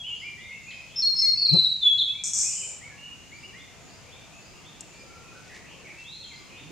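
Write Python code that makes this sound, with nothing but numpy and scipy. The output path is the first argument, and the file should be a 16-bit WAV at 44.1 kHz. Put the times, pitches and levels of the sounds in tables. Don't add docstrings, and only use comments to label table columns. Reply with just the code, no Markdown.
import sys
import numpy as np
from scipy import signal
from scipy.fft import rfft, irfft, next_fast_len
from scipy.io import wavfile
from scipy.ndimage import uniform_filter1d, map_coordinates

SR = 44100
rng = np.random.default_rng(int(sys.argv[2]) if len(sys.argv) > 2 else 0)


def output_pcm(signal):
    pcm = np.clip(np.atleast_2d(signal).T, -1, 1) * 32767
    wavfile.write(sys.argv[1], SR, np.round(pcm).astype(np.int16))


N = 295911


def song(second_db=-37, third_db=-47, glide_hz=90000, overtone_tilt_db=-7):
    # t/s, high note/s, held note/s, start f/Hz, top f/Hz, high level/dB, held level/dB
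    slurs = [(0.958, .06, 0.25, 5280, 5497, -22.5, -23), (1.159, 0.0552, .16, 5186, 5367, -18.5, -21.5)]
    # t/s, length/s, start f/Hz, landing f/Hz, level/dB,
    # roughness/share of pitch
    strokes = [(1.371, 0.021, 4785, 4334, -24, 0.01), (1.392, 0.015, 4710, 4440, -28.5, .012),
               (1.414, 0.024, 4752, 4302, -19.5, 0.011), (1.446, .028, 4830, 4200, -19.5, .01),
               (1.48, .034, 4887, 4056, -18.5, .01), (1.523, .028, 4515, 4012, -20, 0.012),
               (1.551, 0.068, 4250, 3955, -18, 0.0045), (1.621, 0.058, 4363, 3862, -21.5, 0.013),
               (1.68, .052, 3987, 3885, -25.5, 0.0089), (1.81, .15, 3680, 3345, -20, 0.0029),
               (1.974, 0.075, 4400, 3317, -23.5, .025), (1.977, .04, 4044, 4000, -29.5, 0.032),
               (2.068, 0.046, 3540, 3368, -27.5, 0.014)]
    # f/Hz, relative level/dB
    husk_tone = [(3500, -57), (4600, 2), (6000, 1.5), (7000, -10), (12000, -28.5), (16000, -40.5)]
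    out = np.zeros(N)
    notes = [slur(*row) for row in slurs] + [stroke(*row) for row in strokes]
    for start, hz, strength, rough in notes:
        glide = uniform_filter1d(np.gradient(hz), size=90) * SR
        opening = 1 / np.hypot(1, glide / glide_hz)
        rough_hz = hz * (1 + rough * wobble(420, size=SR // 2)[:len(hz)])
        phase = 2 * np.pi * np.cumsum(rough_hz) / SR
        leak = amp(overtone_tilt_db * np.log2(hz / 3400))
        overtones = amp(second_db) * np.sin(2 * phase) + amp(third_db) * np.sin(3 * phase)
        tone = np.sin(phase) + leak * overtones
        out[int(start * SR):][:len(hz)] += np.sqrt(2) * strength * opening * tone
    out += coloured(clump(1.23, spread=0.05, db=-41), husk_tone)
    return panned(out, 1.9) + forest(out, early_db=-1.0, late_db=-8.5, early_t60=0.28, width=0.39)


def slur(start, high_s, held_s, start_hz, top_hz, high_db, held_db):
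    held_hz, drop_s, held_rough = 4281, 0.0022, 0.0052
    arch_hz, arch_s = 28.2, .06
    swell_db, hold_s, fade_db_per_s = 11.5, 0.062, 126
    leap_dip_db, leap_dip_s = 5, 0.0081
    t = np.arange(int((high_s + held_s) * SR)) / SR
    climb = np.minimum(t / high_s, 1)
    after = np.maximum(t - high_s, 0)
    high_hz = start_hz + (top_hz - start_hz) * climb
    hz = held_hz + (high_hz - held_hz) * np.exp(-after / drop_s)
    hz = hz - arch_hz * np.cos(np.pi * after / arch_s) * (after > 0)
    rising_db = high_db - swell_db * (1 - climb)
    fading_db = held_db - fade_db_per_s * np.maximum(after - hold_s, 0)
    db = np.where(t < high_s, rising_db, fading_db)
    db = db - leap_dip_db * np.exp(-np.abs(t - high_s) / leap_dip_s)
    strength = uniform_filter1d(amp(db), size=200) * envelope(t, t[-1], attack=.004, release=0.015)
    return start, hz, strength, held_rough


def stroke(start, length, start_hz, landing_hz, db, rough):
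    settle, rise, fall = .25, 0.25, 0.18
    u = np.linspace(0, 1, int(length * SR))
    hz = landing_hz + (start_hz - landing_hz) * np.exp(-u / settle)
    return start, hz, amp(db) * envelope(u, 0.94, rise, fall), rough


def rattle(click_share=0.3, trim_db=-2.0):
    # t/s, length/s, release/s, level/dB before trim_db
    rattle_bursts = [(2.238, .052, 0.005, -28.5), (2.335, .18, 0.091, -26)]
    # f/Hz, relative level/dB
    rattle_tone = [(2240, -25.5), (3800, -23), (4650, -17), (5430, 4), (6050, 5), (6830, 5), (7400, 5.5),
                   (8740, 1), (9000, -29), (9860, -22), (10500, -28), (11100, -21), (12600, -31),
                   (13300, -37), (15000, -45)]
    # f/Hz, relative level/dB
    sizzle_tone = [(2650, -46), (4500, -17.5), (5340, -6.5), (5960, -6.5), (6470, -13), (7000, 8),
                   (7320, 4.5), (8860, -8), (9510, -44), (10100, -39), (11000, -28), (14300, -69),
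                   (22000, -120)]
    clicks_per_s, accent_db, accent_s = 215, 7, .005
    build_db, build_s = 4, 0.027
    sizzle_start_s, sizzle_length_s, sizzle_db, sizzle_fade_db_per_s = 2.469, .3, -33.5, 47.5
    puffs = np.zeros(N)
    for start, length, release, db in rattle_bursts:
        t = np.arange(N) / SR - start
        cycle = np.cumsum(clicks_per_s * (1 + 0.065 * wobble(120)) * (t > 0)) / SR
        snaps = np.exp(-(cycle % 1) / click_share) * np.sqrt(2 / click_share)
        accent = accent_db * np.exp(-np.abs(t) / accent_s)
        held_back = build_db * np.exp(-np.abs(t) / build_s)
        level = amp(db + trim_db + accent - held_back)
        puffs += level * envelope(t, length, 0.00039, release) * uniform_filter1d(snaps, size=40)
    t = np.maximum(np.arange(N) / SR - sizzle_start_s, 0)
    sizzle = amp(sizzle_db - sizzle_fade_db_per_s * t)
    sizzle = sizzle * envelope(t, sizzle_length_s, attack=0.022, release=.06)
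    out = coloured(puffs, rattle_tone) + coloured(sizzle, sizzle_tone)
    echoes = forest(out, early_db=2.0, late_db=-16, early_t60=0.47, width=0.68)
    return panned(out, 2.5) + panned(1.0, 1.5)[:, None] * echoes


def insect(slope_db=-12.5, roughness=0.41, lag=0.3, hum_falloff=4.0, buzz_falloff=2.53):
    # t when closest/s, time to pass/s, fundamental level/dB, buzz level/dB, left over right/dB
    passes = [(1.54, .018, -19.5, -31.5, 20.5), (6.681, .055, -49, -51, -12)]
    # f/Hz, relative level/dB
    wake_tone = [(25, -14), (80, 1), (140, -4.5), (300, -41), (600, -120)]
    wingbeat_hz, spurt_hz = 176.5, 64
    buzz_behind, wake_behind, wake_db = 0.76, 1.8, -17
    out = np.zeros((2, N))
    for closest, passing_s, hum_db, buzz_db, pan_db in passes:
        along_path = (np.arange(N) / SR - closest) / passing_s
        hz = wingbeat_hz - spurt_hz * np.tanh(np.maximum(.5 - along_path, 0) / 2)
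        phase = 2 * np.pi * np.cumsum(hz) / SR
        buzz = np.zeros(N)
        for k in range(2, 9):
            overtone = np.cos(k * phase - lag * k * k)
            buzz += amp(slope_db * np.log2(k)) * overtone * (1 + roughness * wobble(120))
        hum = amp(hum_db) * np.sqrt(2) * np.sin(phase) / np.hypot(1, along_path) ** hum_falloff
        buzz = amp(buzz_db) * unit(buzz) / np.hypot(1, along_path - buzz_behind) ** buzz_falloff
        puff = clump(closest + wake_behind * passing_s, passing_s / 2, hum_db + wake_db)
        wings = hum + buzz + coloured(puff, wake_tone)
        out += panned(wings * 2 / (amp(pan_db / 2) + amp(-pan_db / 2)), pan_db)
    return out + forest(out.mean(axis=0), early_db=-19.5, late_db=-25.5, early_t60=0.55, width=0.86)


def ticks(t60=0.017):
    # t/s, starting level/dB
    snaps = [(1.537, -37), (4.8076, -31)]
    # f/Hz, relative level/dB
    tick_tone = [(2000, -55.5), (4200, -17.5), (5800, -7), (7200, 1.5), (8800, -8), (11000, -20),
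                 (14000, -39), (16000, -57)]
    t = np.arange(N) / SR
    level = sum(amp(db - 60 * np.abs(t - start) / t60) * (t >= start) for start, db in snaps)
    out = coloured(level, tick_tone)
    return panned(out, 3.9) + forest(out, early_db=-10.5, late_db=-13.5, early_t60=0.029, width=.6)


def far_birds():
    # t/s, length/s, f/Hz, scoop/share of pitch (+ from below, - from above),
    # level/dB before the path gains. First the whistles, then the rasping calls.
    far_notes = [(0, 0.024, 3303, -0.029, -37), (.035, 0.069, 3047, .12, -36.5),
                 (.085, 0.067, 2857, -.03, -36), (.215, .088, 2370, .17, -37.5),
                 (.37, .23, 2167, .12, -43.5), (.51, .08, 2696, 0.08, -48), (.665, .064, 2594, .08, -42),
                 (.75, .07, 2540, .05, -46), (1.21, 0.07, 2160, .03, -49), (1.355, .11, 2733, .08, -54),
                 (1.47, .057, 2431, 0, -48), (1.84, .064, 2670, -.07, -48.5),
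                 (2.08, 0.05, 2616, 0.043, -48.5), (2.14, .085, 2377, .09, -46.5),
                 (2.43, 0.053, 2530, 0.22, -45), (2.55, .14, 3023, .01, -47),
                 (2.6, 0.0554, 2345, -0.32, -44.5), (2.81, 0.073, 2247, .18, -46),
                 (2.88, 0.066, 1688, -.17, -54.5), (2.97, 0.178, 2870, .06, -46),
                 (3.315, 0.055, 2340, .16, -44), (3.425, 0.05, 2870, .09, -45.5),
                 (3.53, 0.0726, 2110, .2, -47.5), (4.31, .12, 2647, .12, -55.5),
                 (4.92, 0.1192, 2380, 0.0046, -55.5), (4.98, .4, 1358, 0, -59),
                 (5.21, 0.18, 2505, .01, -56), (5.35, .02, 1477, 0.00096, -47),
                 (5.97, 0.074, 2672, .01, -46), (6.04, .22, 4190, 0.25, -44),
                 (6.215, .065, 3195, -.33, -47), (6.3, 0.056, 2060, -0.29, -47)]
    rasps = [(.04, 0.16, 2860, 0.047, -46.5), (.705, 0.021, 3595, -.25, -44), (.7, 0.044, 2270, -.1, -45.5),
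             (.89, .06, 3196, .09, -53), (2.47, 0.118, 2695, .07, -52), (5.49, .09, 1983, 0.039, -48.5),
             (5.65, .13, 2706, .08, -51.5), (5.84, 0.095, 2230, -0.0035, -46),
             (6.48, 0.15, 2580, 0.06, -52)]
    warblers = whistles(far_notes + twitter(), waver=0.015, flutter=250)
    warblers = warblers + whistles(rasps, waver=0.0843, flutter=380)
    tit = whistles(tit_notes(), waver=.022, flutter=400)
    near_path = panned(amp(-2.0) * warblers + amp(-8.5) * tit, 0.56)
    return near_path + forest(warblers + tit, early_db=-5.5, late_db=-2.5, early_t60=0.11, width=0.35)


def twitter(pitch_spread=.07, scoop_spread=.08):
    per_s, pitch_hz, length_s, level_db = 3, 2545, .08, -58
    draws = rng.standard_normal((int(per_s * N / SR), 3))
    notes = []
    for k, (late, pitch, scoop) in enumerate(draws):
        start = (k + abs(late) / 2) / per_s
        hz = pitch_hz * np.exp(pitch_spread * pitch)
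        notes.append((start, length_s, hz, scoop_spread * (1 + scoop), level_db))
    return notes


def tit_notes(period_s=.531):
    # t after its start/s, length/s, f/Hz, scoop/share of pitch, level/dB before the bout's level
    motif = [(0, 0.074, 6850, -.06, -52.5), (.061, .11, 5000, .22, -53), (.302, .064, 3610, .14, -47)]
    # start t/s, end t/s, level/dB added to the motif's
    bouts = [(0.08, 1.1, -3), (3.27, 5.1, -4), (6.246, 6.7, -4.5)]
    notes = []
    for start, end, db in bouts:
        for motif_start in np.arange(start, end, period_s):
            for after, *shape, note_db in motif:
                if motif_start + after < end:
                    notes.append((motif_start + after, *shape, db + note_db))
    return notes


def whistles(notes, waver, flutter, quaver_db=0.2):
    crest = .68
    out = np.zeros(N + SR)
    for start, length, pitch_hz, scoop, db in notes:
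        u = np.linspace(0, 1, int(length * SR))
        hz = pitch_hz * (1 - scoop * (1 - u / crest) ** 2)
        phase = 2 * np.pi * np.cumsum(hz * (1 + waver * wobble(flutter, size=len(u)))) / SR
        swell = np.sqrt(8 * u * (1 - u)) * unit(amp(quaver_db * wobble(66.0, size=len(u))))
        out[max(0, int(start * SR)):][:len(u)] += amp(db) * swell * np.sin(phase)
    return out[:N]


def rustle(spiky_db=4):
    # t/s, spread/s, level/dB
    clumps = [(5.45, 0.17, -58.5), (5.563, 0.014, -45.5), (6, 0.083, -57.5)]
    # f/Hz, relative level/dB
    rustle_tone = [(700, -20), (1500, -3), (5200, 0), (8000, -7.5), (15000, -42)]
    level = sum(clump(*row) for row in clumps) * unit(amp(spiky_db * wobble(250)))
    return panned(coloured(level, rustle_tone), 0)


def stream(level_db=-49, patchy_db=3.0, unchanged_db=-56):
    # f/Hz, relative level/dB
    stream_tone = [(20, -18), (40, -9), (70, -2.5), (160, -1), (240, -5.5), (600, -9.5), (1000, -12.5),
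                   (1700, -16.5), (2600, -11.5), (3400, -18.5), (5400, -19), (6800, -15.5), (8400, -26.5),
                   (15500, -41)]
    # f/Hz, likeness (1 = the same)
    alike = [(40, 0.26), (150, 0.13), (500, 0.63), (1500, 0.56), (3000, 0.44), (7000, 0.057), (14000, 0.26)]
    # t/s, level/dB, where unchanged_db means no change
    middle_curve = [(0.0, -64.5), (0.32, -63), (1.16, -61), (1.49, -64.5), (1.66, -66), (2.24, -65.5),
                    (2.9, -56), (3.03, -61), (3.92, -56.5), (4.58, -57.5), (5.29, -58), (5.87, -56),
                    (6.11, -64), (6.32, -60), (6.52, -55), (6.71, -58.5)]

    def mid_and_side(hz):
        turn = np.arccos(np.clip(along(alike, hz), -1, 1)) / 2
        return amp(along(stream_tone, hz)) * [np.cos(turn), np.sin(turn)]

    mid, side = filtered(rng.standard_normal((2, N)), mid_and_side)
    hz, t, z = signal.stft(unit(np.array([mid + side, mid - side])), SR, nperseg=1024)
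    patches = uniform_filter1d(rng.standard_normal(z.shape[1:]), size=2, axis=0)
    patches = unit(uniform_filter1d(patches, size=12, axis=1))
    middle = along([(170, 0.0), (300, 1), (2000, 0.61), (4500, 0.0), (7000, 0)], hz)[:, None]
    gain_db = np.interp(t, *np.transpose(middle_curve)) - unchanged_db + patchy_db * patches
    rush = signal.istft(z * amp(middle * gain_db), SR, nperseg=1024)[1][:, :N]
    return amp(level_db + np.array([[.5], [-.5]])) * rush


def forest(x, early_db, late_db, early_t60, width):
    # f/Hz, t60/s
    wood_decay = [(200, 0.24), (2000, 0.79), (4000, 0.86), (7000, 0.98), (13000, 0.45)]
    hz, t, z = signal.stft(rng.standard_normal((2, SR)), SR, nperseg=256)
    decay = amp(-60 * t / along(wood_decay, hz)[:, None])
    late = signal.istft(z * decay, SR, nperseg=256)[1][:, :SR]
    t = np.arange(SR) / SR
    trunks = rng.standard_normal((2, SR)) ** 3 * amp(-60 * t / early_t60)
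    deep_wood = late * (1 - np.exp(-t / 0.0093))
    tail = amp(early_db) * unit(trunks) + amp(late_db) * unit(deep_wood)
    delayed = np.pad(x, (130, 0))[None]
    mid, side = signal.fftconvolve(delayed, tail / np.sqrt(SR), axes=1)[:, :N]
    return np.array([mid + width * side, mid - width * side])


def coloured(level, spectrum):
    norm = np.sqrt(np.mean(amp(along(spectrum, np.linspace(0, SR / 2, 2048))) ** 2))
    return filtered(level * rng.standard_normal(N), lambda hz: amp(along(spectrum, hz)) / norm)


def envelope(t, length, attack, release):
    return np.clip(t / attack, 0, 1) * np.clip((length - t) / release, 0, 1)


def clump(peak_s, spread, db):
    return amp(db) * np.exp(-np.abs(np.arange(N) / SR - peak_s) / spread)


def panned(x, pan_db):
    return np.array([x * amp(pan_db / 2), x * amp(-pan_db / 2)])


def wobble(rate, size=N):
    return map_coordinates(rng.standard_normal(int(size * rate / SR) + 4), [np.arange(size) * rate / SR])


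def filtered(x, response):
    m = next_fast_len(N + 8192)
    return irfft(rfft(x, m) * response(np.fft.rfftfreq(m, 1 / SR)), m)[..., :N]


def along(points, hz):
    f, v = np.transpose(points)
    return np.interp(np.log(hz + 1), np.log(f + 1), v)


def amp(db):
    return 10 ** (np.asarray(db) / 20)


def unit(x):
    return x / np.sqrt(np.mean(x ** 2) + 1e-20)


def scene():
    return song() + rattle() + far_birds() + insect() + ticks() + rustle() + stream()


def record(dry, top_hz=15750):
    return filtered(dry, lambda hz: hz < top_hz)


dry = scene()
out = record(dry)
output_pcm(out)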